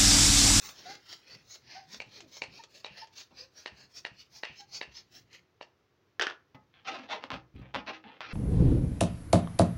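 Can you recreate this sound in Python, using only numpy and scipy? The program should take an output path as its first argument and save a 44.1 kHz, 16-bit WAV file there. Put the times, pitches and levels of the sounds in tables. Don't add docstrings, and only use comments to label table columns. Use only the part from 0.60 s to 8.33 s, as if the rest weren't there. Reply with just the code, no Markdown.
import sys
import numpy as np
from scipy import signal
from scipy.fft import rfft, irfft
from scipy.io import wavfile
from scipy.ndimage import uniform_filter1d, map_coordinates

SR = 44100
rng = np.random.default_rng(int(sys.argv[2]) if len(sys.argv) > 2 else 0)


def wav_out(sig):
    wavfile.write(sys.argv[1], SR, np.round(np.clip(np.atleast_2d(sig).T, -1, 1) * 32767).astype(np.int16))


N = 340893
TIME = np.arange(N) / SR
AGE = TIME[:SR // 3]

# time in seconds, peak in dB, scrape in dB, favoured pitch in Hz,
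# treble limit in Hz.
PISTON_KNOCKS = [(1.402, -24.5, -59.5, 2330, 7000), (1.8196, -19.5, -54.5, 2330, 7200),
                 (2.2456, -25, -50.5, 3880, 7000), (3.0594, -23, -56.5, 1900, 6000),
                 (3.45, -23, -58, 1900, 6000), (3.834, -22, -44.5, 1900, 6000),
                 (4.2131, -22, -54.5, 1900, 5500), (5.011, -30, -95, 518, 3130)]
# pitch in Hz, level in dB, seconds to fade by 60 dB.
SKIN_NOTES = [(63.5, -9.5, 0.44), (112.5, 6, 0.2), (131.5, -1.5, 0.34), (189.5, -0.5, 0.29),
              (243.6, -0.5, 0.16), (317.4, -4, 0.46), (484.4, -1.5, 0.21), (536, -3.5, 0.2),
              (787, 0.5, 0.19), (850, -1.5, 0.19), (1039, 0, 0.16), (1252, 1, 0.15), (1787, -8, 0.24),
              (2020, -7.5, 0.19), (2690, -7, 0.14), (3570, 1, 0.074)]
# frequency in Hz, level in dB.
SLIP_COLOUR = [(200, -15.5), (700, -1.5), (1300, 3.5), (1900, 5), (2700, 5), (3700, -1), (4500, -4),
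               (5700, -7.5), (6800, -19), (8000, -39), (16000, -19)]
SKIN_COLOUR = [(90, -30.5), (250, 9.5), (370, -4), (520, 2), (850, 0.5), (1350, -6), (2100, -22),
               (8000, -52)]
HAND_COLOUR = [(35, -22.5), (62, 1.5), (82, -8.5), (115, 4.5), (300, -9), (2000, -60)]


def undb(db):
    return 10 ** (np.asarray(db) / 20)


def unit(x):
    return x / np.sqrt(np.mean(x ** 2))


def peak(x):
    return x / np.abs(x).max()


def norm(x):
    return x / np.sqrt(np.sum(x ** 2))


def add(out, s, x):
    i = max(int(s * SR), 0)
    out[i:i + len(x)] += x[:max(N - i, 0)]


def through(x, response):
    return signal.fftconvolve(x, response)[:len(x)]


def lowpass(x, hz, order=8):
    return signal.sosfilt(signal.butter(order, min(hz, SR / 2 - 1), fs=SR, output="sos"), x)


def highpass(x, hz, order=2):
    return signal.sosfilt(signal.butter(order, hz, "high", fs=SR, output="sos"), x)


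def click(colour, size=2048):
    hz, db = np.transpose(colour)
    bin_hz = np.arange(size // 2 + 1) * SR / size
    gains = undb(np.interp(np.log(bin_hz + 1), np.log(hz), db))
    cepstrum = irfft(np.log(gains))
    cepstrum[1:size // 2] *= 2
    cepstrum[size // 2 + 1:] = 0
    pulse = irfft(np.exp(rfft(cepstrum)))
    return norm(np.pad(pulse, (0, len(AGE) - size)))


def noise(colour):
    return unit(through(rng.standard_normal(N), click(colour)))


def walk(rate):
    step = int(SR / rate)
    stairs = np.repeat(rng.standard_normal(N // step + 1), step)
    return unit(uniform_filter1d(stairs, step)[:N])


def fade(t60):
    return np.exp(-np.log(1000) * AGE / t60)


def scatter(t60):
    return norm(rng.standard_normal(len(AGE)) * fade(t60))


def ring(notes, spread_db=8.5, detune=0.011):
    out = 0
    for hz, db, t60 in notes:
        level = undb(db + spread_db * rng.standard_normal()) * fade(t60) * rng.choice([-1, 1])
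        pitch = hz * (1 + detune * rng.standard_normal())
        out = out + level * np.sin(2 * np.pi * pitch * AGE)
    return norm(out)


def resonate(x, bands):
    return sum((-1) ** k * undb(db) * signal.lfilter(*signal.iirpeak(hz, hz / width, fs=SR), x)
               for k, (hz, width, db) in enumerate(bands))


def background(level_db=-72):
    # frequency in Hz, level in dB.
    floor_colour = [(30, -45.5), (90, -5), (204, -18.5), (328, -12.5), (355, -8.5), (600, -19), (913, -21),
                    (1130, -20), (6050, -33), (8520, -51.5), (16000, -43)]
    return undb(level_db) * noise(floor_colour)


def room(x, echo_db=-12, low_t60=0.26, high_t60=0.11, split_hz=1500, delay_s=0.0099):
    low = lowpass(scatter(low_t60), split_hz, order=2)
    bright = scatter(high_t60)
    tail = (low + bright - lowpass(bright, split_hz, order=1)) * (AGE > delay_s)
    return x + undb(echo_db) * through(x, norm(tail))


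def handling(wander_db=3.5):
    # time in seconds, level in dB.
    levels = [(0, -72.5), (4.6, -73), (4.9, -83.5), (6.5, -77), (7.0, -74), (7.5, -72)]
    return noise(HAND_COLOUR) * undb(np.interp(TIME, *np.transpose(levels)) + wander_db * walk(14))


def skin_ring(spread_db):
    notes = ring(SKIN_NOTES, spread_db, detune=0.0042)
    return norm(lowpass(highpass(notes, 240), 5000, order=4))


def skin(dense_db=1, dense_t60=0.16):
    clear = skin_ring(spread_db=4.9)
    dense = norm(through(click(SKIN_COLOUR), scatter(dense_t60)))
    return norm(clear + undb(dense_db) * dense)


def bumps(touch_t60=0.05, palm_t60=0.099, sway_db=-51, sway_hz=150, sway_delay_s=0.062):
    # time in seconds, peak in dB, treble limit in Hz, finger brush in dB.
    hand_bumps = [(0.089, -55.5, 200, -16), (1.815, -50, 284, -6), (2.709, -52, 250, 6),
                  (5.945, -41.5, 150, 1), (6.722, -39, 298.4, -20.5), (6.748, -36, 200, -27),
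                  (6.941, -44.5, 113, -29), (6.954, -38.5, 80, -27), (6.99, -38.5, 170, -34),
                  (7.016, -41, 230, -10.5), (7.151, -40, 70, -21)]
    sways = [(knock[0] + sway_delay_s, sway_db, sway_hz, -np.inf) for knock in PISTON_KNOCKS[:-1]]
    out = np.zeros(N)
    for s, db, edge_hz, brush_db in list(hand_bumps) + sways:
        palm = norm(through(click(HAND_COLOUR), scatter(palm_t60)))
        low_notes = norm(lowpass(ring(SKIN_NOTES, spread_db=5, detune=0.018), edge_hz, order=2))
        thud = norm(low_notes + undb(6) / 2 * palm)
        brush = through(click(SLIP_COLOUR), scatter(touch_t60)) / 2 + skin()
        ease_in = 1 - fade(touch_t60 / 2)
        add(out, s, undb(db) * peak(thud + undb(brush_db) * brush * ease_in))
    return out


def hum(hz, octave_db):
    phase = 2 * np.pi * np.cumsum(hz) / SR
    return np.sin(phase) + undb(octave_db) * np.sin(2 * phase)


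def groans(unsteady=0.059, rough_db=4):
    # start in seconds, length in seconds, first and last pitch in Hz, level in dB.
    glides = [(1.254, 0.153, 131.6, 279, -59), (1.558, 0.15, 459.5, 217.5, -54.5),
              (7.436, 0.042, 850, 874, -49), (7.442, 0.039, 227, 223, -49), (7.466, 0.071, 870, 874.6, -52),
              (7.554, 0.039, 270, 312.2, -59.5)]
    out, wobble = np.zeros(N), np.exp(unsteady * walk(300))
    for s, length, first_hz, last_hz, db in glides:
        progress = np.linspace(0, 1, int(length * SR))
        hz = (first_hz + (last_hz - first_hz) * progress) * wobble[int(s * SR):][:len(progress)]
        add(out, s, undb(db) * np.sin(np.pi * progress) * hum(hz, octave_db=-9))
    return out * unit(undb(rough_db * walk(150)))


def flap(skew=0.61, unsteady=0.014, rough_db=2.5):
    # start in seconds, length in seconds, first and last pitch in Hz, level in dB.
    hums = [(0.255, 0.0875, 682, 815, -41.3), (1.149, 0.06, 722, 806, -44), (1.205, 0.055, 796, 750, -53),
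            (1.99, 0.033, 913, 894, -48), (2.415, 0.047, 890, 892, -45), (2.789, 0.085, 485, 535, -56.5),
            (3.993, 0.065, 815, 805, -50.5)]
    out, wobble = np.zeros(N), 1 + unsteady * walk(260)
    roughness = unit(undb(rough_db * walk(220)))
    for s, length, first_hz, last_hz, db in hums:
        progress = np.linspace(0, 1, int(length * SR))
        hz = first_hz + (last_hz - first_hz) * np.sin(np.pi * progress / 2)
        hz *= wobble[int(s * SR):][:len(progress)]
        add(out, s, undb(db) * np.sin(np.pi * progress ** skew) * hum(hz, octave_db=-13))
    return out * roughness


def whistles(half_s=0.016, width_hz=330, octaves_per_s=1):
    # loudest moment in seconds, pitch in Hz, level in dB.
    wheezes = [(0.729, 4600, -49.5), (0.925, 6640, -49.5), (2.409, 5190, -48.5), (2.8, 4910, -46),
               (2.981, 5660, -50), (3.599, 4440, -52), (3.992, 5310, -50), (4.374, 5250, -45.5)]
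    out = np.zeros(N)
    eddies = (walk(width_hz) + 1j * walk(width_hz)) / np.sqrt(2)
    for s, hz, db in wheezes:
        near = np.abs(TIME - s) < 5 * half_s
        t = TIME[near] - s
        phase = 2 * np.pi * np.cumsum(hz * 2 ** (octaves_per_s * t)) / SR
        level = undb(db) * np.exp(-(t / half_s) ** 2 / 2)
        out[near] += level * np.real(eddies[near] * np.exp(1j * phase))
    return out


def strokes(fill_s=2.4, full_share=0.52, usual_hiss_db=-50.5, seating_s=0.14):
    # middle of the stroke in seconds, valve hiss in dB,
    # centre of the hiss in Hz, rush in the barrel in dB.
    pushes = [(0.057, -55.5, 5840, -53), (0.521, -51.5, 4550, -49), (0.929, -52.5, 5650, -59.5),
              (1.339, -52, 5570, -55), (1.758, -49.5, 6000, -55), (2.172, -54.5, 5800, -56),
              (2.598, -48, 5260, -54), (2.999, -53.5, 5400, -56), (3.376, -48, 5660, -58.5),
              (3.77, -49, 5400, -59.5), (4.157, -41, 5200, -54), (4.568, -55.5, 5560, -54.5)]
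    pulls = [(0.189, -57.5, 5470, -56.5), (0.305, -52.5, 5450, -48), (0.728, -55, 4360, -55),
             (1.144, -55.5, 4700, -51), (1.564, -52, 5240, -53.5), (1.979, -59, 5370, -53),
             (2.398, -71, 5040, -51), (2.806, -53.5, 5060, -56.5), (3.208, -59, 4830, -56.5),
             (3.602, -58, 4670, -59.5), (3.992, -55, 4700, -59.5), (4.371, -51, 4750, -58),
             (4.754, -65, 4570, -59)]
    rows = []
    for table, empty_half_s, base_leak_db in ((pushes, 0.04, -61), (pulls, 0.047, -68)):
        for s, hiss_db, jet_hz, rush_db in table:
            fill = 1 - np.exp(-s / fill_s)
            half_s = empty_half_s * (1 + (full_share - 1) * fill)
            force_db = 0.22 * (hiss_db - usual_hiss_db)
            loose_db = 19.5 * np.exp(-s / seating_s)
            rows.append((s, half_s, jet_hz, hiss_db, rush_db, base_leak_db + force_db + loose_db))
    return sorted(rows)


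def airflow(skirt=1.02, rush_spread=1.33, leak_spread=1.51, flutter_db=2, grit_db=1, jet_width_hz=1600):
    # pitch in Hz, width in Hz, level in dB.
    valve_bands = [(2860, 1100, -7.5), (4170, 430, -1.5), (4600, 190, 0.5), (5060, 100, -5.5),
                   (5400, 120, -1), (6000, 92, 1), (6560, 550, -6)]
    # frequency in Hz, level in dB.
    rush_colour = [(80, -27.5), (150, -12.5), (300, -3), (600, -2.5), (1200, -6), (1900, -0.5), (2500, 1.5),
                   (3300, -1.5), (5000, -1.5), (6700, -12.5), (8000, -37.5), (16000, -27)]
    leak_colour = [(3000, 4), (7000, 6.5), (8500, -3), (10500, -4), (13500, -9), (15000, 4), (16000, 8)]
    hiss, rush, leak = np.zeros((3, N))
    for s, half_s, jet_hz, hiss_db, rush_db, leak_db in strokes():
        near = np.abs(TIME - s) < 5 * half_s
        offset = (TIME[near] - s) / half_s
        flow, rush_swell, leak_swell = ((1 + (offset / spread) ** 2 / (2 * skirt)) ** -(skirt + 1)
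                                        for spread in (1, rush_spread, leak_spread))
        air, draught = rng.standard_normal((2, N // 8))
        passages = [(hz * (1 + 0.012 * rng.standard_normal()), width, db + 3 * rng.standard_normal())
                    for hz, width, db in valve_bands]
        jet = unit(resonate(resonate(air, [(jet_hz, jet_width_hz, 0)]), passages))
        position = np.cumsum(0.98 + 0.02 * flow + 0.03 * np.tanh(offset / 2))
        hiss[near] += undb(hiss_db) * flow * map_coordinates(jet, [position], mode="wrap")
        hollow = unit(through(draught, (AGE == 0) + 2 * scatter(0.012)))
        rush[near] += undb(rush_db) * rush_swell * map_coordinates(hollow, [position], mode="wrap")
        leak[near] += undb(leak_db) * leak_swell * hollow[:len(offset)]
    grit = unit(undb(grit_db * walk(700)))
    rush = through(rush * grit, click(rush_colour))
    leak = through(leak * grit, click(leak_colour))
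    return (lowpass(hiss, 7000) + rush + leak) * undb(flutter_db * walk(70))


def clack(bands, build_s=0.00048):
    out = 0
    for hz, width, db in bands:
        t = np.maximum(AGE - build_s * rng.random(), 0)
        shape = (1 - np.exp(-t / build_s)) * np.exp(-np.pi * width * t)
        out = out + undb(db + 2 * rng.standard_normal()) * shape * np.sin(2 * np.pi * hz * t)
    return peak(out)


def piston(rebound_s=0.02, rattle_db=-21, rattle_t60=0.018, focus_db=8.5, focus_octaves=0.09):
    # pitch in Hz, width in Hz, level in dB.
    barrel_bands = [(562, 230, 1), (917, 273, 3), (1900, 300, -1), (2330, 203, -0.5), (2794, 310, 3),
                    (3880, 146, -3.5), (4360, 224, 0), (5600, 1340, -10)]
    # time in seconds, peak in dB.
    ticks = [(0.0903, -34.5), (0.3517, -40.5), (0.5278, -34), (0.9553, -41), (1.344, -33), (1.605, -38),
             (1.768, -38), (2.0374, -39.5), (2.472, -49), (2.6104, -41.5), (4.73, -43), (5.62, -24)]
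    # frequency in Hz, level in dB.
    tick_colour = [(100, -52), (400, 5), (1200, 0.5), (3500, 5), (6500, 0.5), (8500, -17.5), (16000, -68.5)]
    out, tick = np.zeros(N), click(tick_colour)
    rise = np.exp(np.minimum(AGE - rebound_s, 0) / 0.015)
    since_landing = np.maximum(AGE - rebound_s, 0)
    bounce = rise * (undb(-60 * since_landing / rattle_t60) + undb(-8 - 60 * since_landing / 0.19))
    for s, db, scrape_db, favoured_hz, edge_hz in PISTON_KNOCKS:
        body = [(hz, width, band_db + focus_db * np.exp(-(np.log2(hz / favoured_hz) / focus_octaves) ** 2))
                for hz, width, band_db in barrel_bands]
        chatter, drag = rng.standard_normal((2, len(AGE)))
        grit = peak(through(tick, scatter(rattle_t60)))
        knock = undb(db) * peak(lowpass(clack(body) + undb(-15) * grit, edge_hz, order=4))
        rattle = undb(db + rattle_db) * unit(resonate(chatter * np.abs(chatter), body)) * bounce
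        scrape = unit(resonate(resonate(drag, barrel_bands), [(2450, 900, 0)]))
        scrape *= 2 * undb(scrape_db) * fade(0.34) * (1 - fade(0.16))
        add(out, s, knock + lowpass(rattle + scrape, 9300))
        scuff = peak(lowpass(resonate(scatter(0.03), body), edge_hz))
        add(out, s - 0.004, undb(db - 22) * scuff)
    for s, db in ticks:
        add(out, s, undb(db) * peak(through(tick, (AGE == 0) + 11 * scatter(0.042))))
    return highpass(out, 190)


def drag_speed(s, attack, hold, release):
    rise = np.clip(1 - (s - TIME) / attack, 1e-4, 1) ** 1.9
    fall = np.clip(1 - (TIME - s - hold) / release, 1e-4, 1) ** 3.34
    return rise * fall


def rubbing(uneven_db=6, jitter=0.2, slowest=0.45, friction_db=-26, neck_db=-4.5, ring_db=-6.5):
    # time of full speed, rise, hold and fall in seconds, creak and drumming
    # in dB, pitch of the neck and treble limit in Hz, slips per second at full speed.
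    drags = [(6.138, 0.018, 0.055, 0.1, -62.5, -81.5, 3200, 4340, 200),
             (6.254, 0.014, .02, 0.055, -47.5, -65, 3000, 6000, 400),
             (6.277, 0.016, 0.0092, 0.06, -34.5, -40.5, 1460, 8400, 560),
             (6.31, .05, 0.021, 0.33, -45, -45.5, 2800, 7700, 350),
             (6.5, 0.026, 0.032, 0.12, -38.5, -39, 3630, 7300, 800),
             (6.625, 0.058, 0.018, 0.16, -55, -55, 2570, 6500, 200),
             (6.714, 0.013, 0.02, 0.13, -45, -47, 2627, 6300, 300),
             (6.958, 0.024, 0.024, 0.11, -61, -78, 2593, 5170, 170),
             (7.04, 0.089, 0.012, 0.21, -61.5, -62, 2446, 3568, 170),
             (7.168, 0.017, 0.0078, 0.13, -46, -53, 2554, 6000, 250),
             (7.281, 0.03, 0.012, 0.075, -39, -41, 2690, 6230, 450),
             (7.335, 0.069, 0.017, 0.099, -48.5, -67, 2740, 6200, 350),
             (7.44, 0.017, 0.087, .24, -57, -62, 2561, 3990, 130),
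             (7.615, 0.02, 0.048, 0.14, -44.5, -67, 1410, 5500, 380),
             (7.71, 0.068, 0.032, 0.12, -45, -53, 1470, 6690, 410)]
    creak_gain, drum_gain = np.zeros((2, N))
    slip_rate, loudest_drag = np.ones(N), np.zeros(N, int)
    for k, (s, attack, hold, release, creak_db, drum_db, _, _, slip_hz) in enumerate(drags):
        speed = drag_speed(s, attack, hold, release)
        leads = speed * undb(creak_db) > creak_gain
        loudest_drag[leads] = k
        slip_rate[leads] = slip_hz * (slowest + (1 - slowest) * speed[leads])
        creak_gain = np.maximum(creak_gain, speed * undb(creak_db))
        drum_gain = np.maximum(drum_gain, speed * undb(drum_db))
    slip_count = np.floor(np.cumsum(slip_rate * np.exp(jitter * walk(250))) / SR)
    sizes = unit(undb(uneven_db * rng.uniform(-1, 1, N)))
    slips = np.diff(slip_count, prepend=0) * np.sqrt(SR / slip_rate) * sizes
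    slips += undb(friction_db) * rng.standard_normal(N)
    creak, drum = slips * creak_gain, slips * drum_gain
    out, tick, thump = np.zeros(N), click(SLIP_COLOUR), click(SKIN_COLOUR)
    hop = SR // 30
    first = (int(drags[0][0] * SR) // hop - 1) * hop
    for i in range(first, N, hop):
        neck_hz, edge_hz, _ = drags[loudest_drag[min(i + hop // 2, N - 1)]][-3:]
        smeared_tick = norm(through(tick, (AGE == 0) + scatter(0.066)))
        neck = undb(neck_db) * ring([(neck_hz, 0, 0.014)], detune=0.048)
        contact = norm(lowpass(smeared_tick + neck, edge_hz, order=5))
        patch = norm(through(thump, scatter(0.068)))
        add(out, i / SR, signal.fftconvolve(creak[i:i + hop], contact))
        add(out, i / SR, signal.fftconvolve(drum[i:i + hop], patch))
    return highpass(out + undb(ring_db) * through(creak, skin_ring(spread_db=0.67)), 160)


def snaps(recoil=0.23, recoil_s=0.0003, spray_db=-8, spray_t60=0.067):
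    # time in seconds, peak in dB, ring of the skin in dB.
    jumps = [(6.6394, -21.5, -9), (6.7042, -20, 0.5), (6.7174, -20.5, -23), (6.7322, -30.5, 3),
             (6.7413, -22.5, -15), (6.7568, -36, -1), (6.7635, -29.5, -11), (7.1410, -34.5, 10),
             (7.1458, -17, 0.5), (7.1530, -17, -4), (7.1612, -18, -5), (7.6071, -22, -19),
             (7.6153, -28, -22)]
    # frequency in Hz, level in dB.
    snap_colour = [(80, -8.5), (300, 1.5), (900, 11), (1800, 3.5), (3500, 5), (5000, -10), (6800, -17.5),
                   (8500, -36), (16000, -44)]
    out, push = np.zeros(N), click(snap_colour)
    jump = norm(push - recoil * np.interp(AGE - recoil_s, AGE, push, left=0))
    for s, db, ring_db in jumps:
        ringing = undb(ring_db) * skin()
        spray = undb(spray_db) * through(push, scatter(spray_t60))
        add(out, s, undb(db) * peak(jump + ringing + spray))
    return out


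def nozzle_pops(crunch=0.75, crunch_t60=0.17, plastic_db=-4, air_db=-1, air_hz=1550):
    # time in seconds, peak in dB, ring compared with the crack in dB.
    jerks = [(5.5962, -15, 6), (5.5996, -18.5, 1), (5.612, -14.5, -10), (5.6200, -18.5, -21),
             (5.6250, -19.5, -2.5), (5.6311, -25, -16), (5.637, -24, -14), (5.6685, -17.5, 4),
             (5.6994, -26, -6), (5.709, -28.5, 8), (5.722, -32.5, -3)]
    # frequency in Hz, level in dB.
    crack_colour = [(100, -44.5), (220, -21.5), (330, 1.5), (700, 0.5), (1200, 4), (2100, -1.5),
                    (3200, 3.5), (4000, -6.5), (6000, -11), (7500, -33), (11000, -45.5), (16000, -57)]
    # pitch in Hz, level in dB, seconds to fade by 60 dB.
    nozzle_notes = [(1047, -1, 0.0285), (1444, -1.5, 0.28), (1690, 4, 0.11), (1703, 1.5, 0.21),
                    (1786, 14, 0.0825), (2380, -15, .13)]
    out = np.zeros(N)
    for s, db, ring_db in jerks:
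        peel = (AGE == 0) / 2 + scatter(0.012) + crunch * scatter(crunch_t60)
        crack = norm(through(click(crack_colour), peel))
        air = undb(air_db) * ring([(air_hz, 0, 0.018)], detune=0.1)
        plastic = undb(plastic_db) * ring(nozzle_notes, detune=0.0014)
        edge_hz = 17000 * undb(db / 4)
        pop = lowpass(crack + undb(ring_db) * (plastic + air), edge_hz, order=3)
        add(out, s, undb(db) * peak(pop))
    return highpass(out, 230, order=3)


def scene():
    sources = airflow() + whistles() + flap() + groans() + piston()
    sources += nozzle_pops() + rubbing() + snaps() + bumps()
    return (room(sources) + handling() + background())[None]


def record(dry):
    treble_cut = signal.ellip(10, 0.2, 70, 15850, fs=SR, output="sos")
    return signal.sosfilt(treble_cut, highpass(dry, 24))


dry = scene()
out = record(dry)
wav_out(out)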